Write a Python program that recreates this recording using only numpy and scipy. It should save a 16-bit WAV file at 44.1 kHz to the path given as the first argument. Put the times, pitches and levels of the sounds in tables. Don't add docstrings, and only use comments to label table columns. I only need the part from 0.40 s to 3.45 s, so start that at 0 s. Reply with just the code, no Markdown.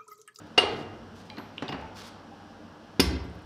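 import sys
import numpy as np
from scipy import signal
from scipy.fft import rfft, irfft
from scipy.io import wavfile
from scipy.ndimage import uniform_filter1d

SR = 44100
rng = np.random.default_rng(int(sys.argv[2]) if len(sys.argv) > 2 else 0)


def makeup_ratio(level_db):
    decades = np.asarray(level_db, float) / 20
    return 10 ** decades


def digitize_waveform(pressure):
    field = np.atleast_2d(pressure).T
    bounded = np.clip(field, -1, 1)
    quanta = np.round(bounded * 32767).astype(np.int16)
    wavfile.write(sys.argv[1], SR, quanta)


N = 134505


def rms_one(x):
    return x / np.sqrt(np.mean(x ** 2) + 1e-20)


def at_hz(points, hz):
    table_hz, values = np.transpose(points)
    return np.interp(np.log(hz), np.log(table_hz), values)


def filtered(x, order, hz, kind):
    return signal.sosfilt(signal.butter(order, hz, kind, fs=SR, output="sos"), x)


def colour(x, spectrum):
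    hz = np.maximum(np.arange(len(x) // 2 + 1) * SR / len(x), 1)
    octaves_below = np.maximum(np.log2(spectrum[0][0] / hz), 0)
    octaves_above = np.maximum(np.log2(hz / spectrum[-1][0]), 0)
    gain_db = at_hz(spectrum, hz) - 24 * (octaves_below + octaves_above)
    return rms_one(irfft(rfft(x) * makeup_ratio(gain_db), len(x)))


def drift(rate_hz):
    r = np.exp(-2 * np.pi * rate_hz / SR)
    wander = signal.lfilter([1], [1, -2 * r, r * r], rng.standard_normal(N + SR))
    return rms_one(wander[SR:])


def ring(push, hz, t60):
    r, w = makeup_ratio(-60 / (t60 * SR)), 2 * np.pi * hz / SR
    return signal.lfilter([0, np.sin(w)], [1, -2 * r * np.cos(w), r * r], push + 1e-18)


def clicks(s, db):
    out = np.zeros(N)
    index = np.minimum((np.asarray(s) * SR).astype(int), N - 1)
    np.add.at(out, index, makeup_ratio(np.asarray(db)))
    return out


def dying(s, db, t60):
    rise_s = 0.00049
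    r = np.exp(-1 / (rise_s * SR))
    jump = signal.lfilter([1], [1, -makeup_ratio(-60 / (t60 * SR))], clicks(s, db) + 1e-18)
    return signal.lfilter([(1 - r) ** 2], [1, -2 * r, r * r], jump)


def contact_push(push, hz, contact_s):
    return ring(push, hz, contact_s) * 2 * np.log(1000) / (contact_s * SR)


def struck(hits, pitches, modes, crack, crack_db, crack_s):
    contact_cycles, longest_contact_s, strength_spread_db = 12, 0.004, 1.5
    ring_wet_db, crack_wet_db = -5.5, 4
    s, db, hardness = np.transpose(hits)
    chance = rng.standard_normal((len(s), len(modes)))
    noise = colour(rng.standard_normal(N), crack)
    cracks = rings = sent = 0
    for at, level, hz in hits:
        soft_hz = min(hz, 0.45 * SR)
        snap = dying([at], [level + crack_db], crack_s) * filtered(noise, 2, soft_hz, "low")
        even = rms_one(filtered(colour(clicks([at], [0]), crack), 2, soft_hz, "low"))
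        cracks = cracks + snap
        sent = sent + even * np.sqrt(np.mean(snap ** 2))
    for k, (hz, (mode_db, t60)) in enumerate(zip(pitches, modes)):
        softness_db = 10 * np.log10(1 + (hz / hardness) ** 4)
        push = clicks(s, db + mode_db + strength_spread_db * chance[:, k] - softness_db)
        contact_s = min(contact_cycles / hz, longest_contact_s)
        rings = rings + ring(contact_push(push, hz, contact_s), hz, t60)
    direct = rings + cracks
    to_room = makeup_ratio(ring_wet_db) * rings + makeup_ratio(crack_wet_db) * sent
    return filtered([direct, to_room], 3, crack[0][0], "high")


def thump(s, pitches, modes):
    push_s, wet_db = 0.007, -5
    push, low = clicks([s], [0]), 0
    for hz, (db, t60) in zip(pitches, modes):
        low = low + makeup_ratio(db) * ring(contact_push(push, hz, push_s), hz, t60)
    return np.array([low, makeup_ratio(wet_db) * low])


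def blower():
    # (frequency [Hz], level [dB])
    roar = [(26, -36), (45, -8), (107, -22.5), (128, -18), (154, -4), (301, -5.5), (378, -12.5),
            (482, -8.5), (1700, -16.5), (2210, -72), (3740, -120)]
    # (frequency [Hz], level [dB])
    hiss = [(1120, -20), (1900, -1), (2230, -7), (2940, -1), (3770, -7), (5770, -7.5), (6250, -16),
            (14900, -33.5), (15900, -28.5)]
    # (frequency [Hz], rms level [dB])
    hum = [(100, -59.5), (226, -59.5), (302, -63), (800, -71), (12050, -99)]
    roar_db, hiss_db = -52, -64
    out = makeup_ratio(roar_db + 0.262 * drift(12)) * colour(rng.standard_normal(N), roar)
    out += makeup_ratio(hiss_db + 0.5 * drift(1.2)) * colour(rng.standard_normal(N), hiss)
    white = rng.standard_normal(N + SR)
    for hz, db in hum:
        out += makeup_ratio(db) * rms_one(ring(white, hz, 0.36)[SR:])
    return out


def forge(x):
    # (frequency [Hz], t60 [s])
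    room_decay = [(60, 1.0), (250, 1.0), (700, 1), (2000, 0.76), (5000, 0.47), (9000, 0.29), (15000, 0.045)]
    first_wall_s, fill_s, even_hz = 0.0015, 0.0044, 120
    band_edges = 22 * 2 ** np.arange(0, 9.6, 1 / 3)
    t, white, tail = np.arange(SR) / SR, rng.standard_normal((2, SR)), 0
    for k, (low, high) in enumerate(zip(band_edges, band_edges[1:])):
        band = filtered(white[k % 2], 2, [low, high], "band")
        tail = tail + band * makeup_ratio(-60 * t / at_hz(room_decay, np.sqrt(low * high)))
    spectrum = rfft(tail)
    power = np.abs(spectrum) ** 2
    even = uniform_filter1d(power, size=8 * even_hz) / uniform_filter1d(power, size=even_hz)
    tail = irfft(spectrum * np.sqrt(even), SR)
    tail *= np.clip((t - first_wall_s) / fill_s, 0, 1)
    return signal.fftconvolve(x, tail / np.sqrt(np.sum(tail ** 2)))[:N]


def boom():
    boom_hz = [67, 81, 178, 262, 100, 225, 70, 315, 370, 460, 140, 62, 110, 375, 300]
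    # (time [s], level [dB], t60 [s], clean share [0-1])
    booms = [(2.6, -26, 0.85, 0.9), (2.6023, -31, 0.99, 0.97), (2.6, -34, 1.02, 0.15),
             (2.598, -32, 0.84, 0.3), (0.18, -43, 1.52, 0.06), (0.3, -39, 1.11, 0.34),
             (1.331, -41.5, 0.81, 0.7), (2.6, -34, 0.69, 0.1), (2.6, -38.5, .7, 0.4), (0.25, -41.5, 1, 0.1),
             (.25, -45.5, 1.34, 0), (0.18, -49, 2, .1), (2.65, -40, 1.2, 0.36), (.22, -41, 1.28, .1),
             (.22, -45, 1.1, .1)]
    rise_s, rough_s = 0.033, 0.11
    t, white, out = np.arange(N) / SR, rng.standard_normal(N), 0
    for hz, (s, db, t60, clean) in zip(boom_hz, booms):
        age = np.maximum(t - s, 0)
        tone = np.sqrt(2) * np.sin(2 * np.pi * hz * age)
        cluster = rms_one(ring(ring(white, hz, rough_s), hz, rough_s))
        mode = clean * tone + np.sqrt(1 - clean ** 2) * cluster
        out = out + (1 - np.exp(-age / rise_s)) * makeup_ratio(db - 60 * age / t60) * mode
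    return out


def flakes():
    # (time [s], level [dB], pitch [Hz])
    landings = [(2.812, -70, 12960), (2.833, -75, 11020), (2.842, -60, 12300), (2.853, -62, 7650),
                (2.898, -61, 8200), (2.946, -64, 10500), (2.953, -63, 14900), (2.963, -90, 11800),
                (2.989, -64, 11040), (3.021, -60.5, 7900), (3.048, -65, 11570)]
    white, out = rng.standard_normal(N), 0
    bright = rms_one(filtered(white, 4, 7000, "high"))
    for s, db, hz in landings:
        pitched = rms_one(ring(white, hz, 17.0 / hz))
        out = out + dying([s], [db], 0.011) * (pitched + 0.56 * bright)
    return out


def rubs():
    # (start [s], length [s])
    strokes = [(.748, .075), (.848, .028), (1.552, .075), (1.625, .07), (.062, .014), (1.405, .014),
               (.28, .155), (1.662, .03), (1.543, .012), (1.57, .035)]
    # (level [dB], low cut [Hz])
    stroke_sound = [(-53, 2900), (-55, 3390), (-44.5, 1800), (-46.5, 1900), (-53, 3200), (-51, 3600),
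                    (-54, 3300), (-48, 8000), (-49, 4500), (-49, 9000)]
    # (frequency [Hz], level [dB])
    grit_colour = [(410, -43), (800, 6.5), (1590, -8), (2300, -15), (3100, -13.5), (5200, -12.5),
                   (7000, -23), (15800, -36.5)]
    grains_per_s, edge_s, patchy_db = 4600, 0.0055, 0.5
    grains = (rng.random(N) < grains_per_s / SR) * makeup_ratio(1.8 * rng.exponential(1, N))
    grains *= rng.choice([-1, 1], N)
    grit = colour(grains, grit_colour) * makeup_ratio(patchy_db * drift(30))
    t, out = np.arange(N) / SR, 0
    for (s, length), (db, low_cut_hz) in zip(strokes, stroke_sound):
        stroke = np.clip(np.minimum((t - s) * 0.5, s + length - t) / edge_s, 0, 1)
        out = out + makeup_ratio(db) * stroke * filtered(grit, 2, low_cut_hz, "high")
    return out


def squeaks():
    # (time [s], length [s], pitch [Hz], level [dB])
    slides = [
        (1.4, 0.077, 882, -45),
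        (1.9, 0.063, 800, -48),
        (.895, 0.059, 850, -47.5),
    ]
    t, out = np.arange(N) / SR, 0
    for s, length, hz, db in slides:
        swell = np.sin(np.pi * np.clip((t - s) / length, 0, 1)) ** 2
        out = out + makeup_ratio(db) * swell * np.sin(2 * np.pi * hz * t)
    return out


def shank():
    shank_hz = [2806, 2900]
    # (level [dB], faint level [dB], faint t60 [s])
    shank_rings = [(-15, -32.5, 0.68), (-20.5, -30.5, .45)]
    start_s, damp_s, rise_s, damped_s, wet_db = 0.1775, 0.1914, 0.0014, 0.04, -14
    t, pair = np.arange(N) / SR, 0
    age = np.maximum(t - start_s, 0)
    held = makeup_ratio(-60 * np.maximum(t - damp_s, 0) / damped_s)
    for hz, (db, faint_db, t60) in zip(shank_hz, shank_rings):
        level = np.maximum(makeup_ratio(db) * held, makeup_ratio(faint_db - 60 * age / t60))
        pair = pair + level * np.sin(2 * np.pi * hz * age)
    pair = (1 - np.exp(-age / rise_s)) * pair
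    return np.array([pair, makeup_ratio(wet_db) * pair])


def tool_clank():
    # (time [s], level [dB], hardness [Hz])
    contacts = [
        (.1765, -24.5, 5900),
        (.1790, -17.5, 11600),
        (.1838, -32, 8000),
        (.1885, -28.5, 6040),
        (.213, -33.5, 900),
        (.226, -29, 1200),
        (.236, -25.5, 1200),
    ]
    tool_hz = [377, 560, 940, 1340, 2160, 8390, 9600, 3670, 4580, 5380, 8870, 12700, 4856, 4170]
    # (level [dB], t60 [s])
    tool_modes = [(-13.5, 0.3), (-8, 0.042), (-11, 0.11), (-7.5, 0.13), (-3.5, 0.076), (-28.5, 0.18),
                  (-32, 0.13), (-28, 0.31), (-0.5, 0.046), (-21, .1), (-24.5, 0.17), (-29, 0.08),
                  (-12.5, 0.055), (-17.5, 0.092)]
    # (frequency [Hz], level [dB])
    tool_crack = [(300, -1), (440, -5), (2000, -13.5), (3000, -11), (5000, -15.5), (6500, -26),
                  (9600, -36.5), (15000, -62)]
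    hearth_hz = [440, 718, 742]
    # (level [dB], t60 [s])
    hearth_modes = [(-17, 0.085), (-26, 0.21), (-21, 0.15)]
    tool = struck(contacts, tool_hz, tool_modes, tool_crack, crack_db=5, crack_s=0.021)
    return tool + thump(0.1775, hearth_hz, hearth_modes) + shank()


def handling():
    # (time [s], level [dB], pitch [Hz], ring [s])
    knocks = [
        (.997, -19, 1200, 0.019),
        (1.18, -8.5, 3000, 0.0088),
        (1.222, -20.5, 4600, 0.011),
        (1.232, -29, 620, 0.028),
        (1.28, -16.5, 4050, 0.021),
        (1.8, -30, 790, 0.024),
        (1.3233, -17, 3700, 0.0074),
        (1.343, -18.5, 840, 0.031),
        (1.342, -29, 2800, .01),
        (1, -22, 1400, 0.022),
    ]
    # (time [s], level [dB], hardness [Hz])
    thuds = [
        (.972, -49.5, 4100),
        (.982, -48, 15000),
        (1.2225, -40, 11100),
        (1.291, -41, 8000),
        (1.325, -41.5, 6000),
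        (1.347, -48, 2820),
        (1.37, -73, 1500),
    ]
    body_hz = [150, 285, 388, 745, 861, 2290, 2560]
    # (level [dB], t60 [s])
    body_modes = [(3.5, 0.16), (7, 0.13), (-2.5, 0.29), (-3.5, 0.2), (-5, 0.22), (-34, 0.054), (-48, 0.1)]
    # (frequency [Hz], level [dB])
    knock_crack = [(88, -56), (150, 6), (751, -1), (2760, -10), (3410, -17.5), (4650, -19.5), (13800, -48),
                   (15500, -38)]
    # (time [s], pitch [Hz], level [dB], t60
    # [s])
    pings = [
        (.982, 12240, -63, .3),
        (1.29, 14700, -75, .2),
        (1.29, 12300, -76, .2),
        (1.225, 2565, -53, 1.3),
        (1.2252, 2577, -53, 1.3),
        (1.228, 5800, -63, .25),
        (2.601, 5206, -25, .16),
        (2.601, 5350, -29, .13),
             (.9005, 4050, -38.5, 0.019), (.901, 3150, -40, 0.019), (.901, 4722, -44, .018),
              (.9015, 2210, -40.5, .02), (.91, 2397, -56, .3), (.970, 4170, -41, 0.012),
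              (.982, 4250, -40.5, 0.013), (1.2885, 2830, -34, .035), (1.289, 4810, -41, .04),
              (1.29, 5220, -52, 0.13), (1.3228, 2840, -36.5, 0.032), (1.33, 2875, -60, 0.26),
              (1.343, 4500, -47, 0.023), (1.343, 1800, -44, 0.023), (1.2225, 4370, -43, 0.019),
              (1.323, 3900, -41, 0.012), (1.29, 799, -42.5, 0.53)]
    tick_cycles = 5
    white = rng.standard_normal(N)
    out = struck(thuds, body_hz, body_modes, knock_crack, crack_db=12.5, crack_s=0.036)
    for s, db, hz, t60 in knocks:
        burst = dying([s], [db], t60) * white * np.sqrt(hz / 1000)
        tick_s = tick_cycles / hz
        out += ring(ring(burst, hz, tick_s), hz, tick_s) * hz / SR / 8
    for s, hz, db, t60 in pings:
        out += ring(clicks([s], [db]), hz, t60)
    return out


def hammer_blow():
    # (time [s], level [dB], hardness [Hz])
    contacts = [
        (2.5955, -15.5, 2070),
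        (2.5975, -21, 4900),
        (2.6, -20, 17700),
        (2.6027, -27, 7050),
    ]
    anvil_hz = [1007, 3505, 4727, 13525, 14340, 15410, 2837, 2116, 2417, 5717, 3200]
    # (level [dB], t60 [s])
    anvil_modes = [(-16, 0.13), (-13, .07), (-2.5, 0.055), (-41, .12), (-32, 0.23), (-32, 0.21),
                   (-6, 0.083), (-17.5, 0.24), (-26, 0.12), (-18, .1), (-17, 0.009)]
    # (frequency [Hz], level [dB])
    blow_crack = [(160, -1), (400, -2), (900, -8), (2800, -6), (5200, -3), (8000, -13.5), (10800, -5),
                  (15800, -19.5)]
    stump_hz = [195, 278, 380, 470, 590]
    # (level [dB], t60 [s])
    stump_modes = [(-34, 0.083), (-17, 0.13), (-10.5, 0.043), (-32, 0.15), (-26, 0.058)]
    blow = struck(contacts, anvil_hz, anvil_modes, blow_crack, crack_db=3.5, crack_s=0.023)
    return blow + thump(2.5953, stump_hz, stump_modes)


def scene():
    tool_wet_db, blow_wet_db, knock_wet_db, rub_wet_db = -8.5, -10, -10, -5.5
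    tool, hand, blow = tool_clank(), handling(), hammer_blow()
    rub = rubs() + flakes() + squeaks()
    to_room = makeup_ratio(tool_wet_db) * tool[1] + makeup_ratio(blow_wet_db) * blow[1]
    to_room += makeup_ratio(knock_wet_db) * hand[1] + makeup_ratio(rub_wet_db) * rub
    direct = tool[0] + blow[0] + hand[0] + rub
    return (direct + forge(to_room) + boom() + blower())[None]


def top_cut(x):
    return signal.sosfilt(signal.butter(12, 16150, fs=SR, output="sos"), x)


def record(dry):
    mic_low_hz, top_hz = 52.7, 16700
    x = filtered(dry, 3, mic_low_hz, "high")
    rounded = 1.021 * np.tanh(x / 0.81)
    mix = signal.sosfilt(signal.cheby2(12, 70, top_hz, fs=SR, output="sos"), rounded)
    return top_cut(mix)


dry = scene()
out = record(dry)
digitize_waveform(out)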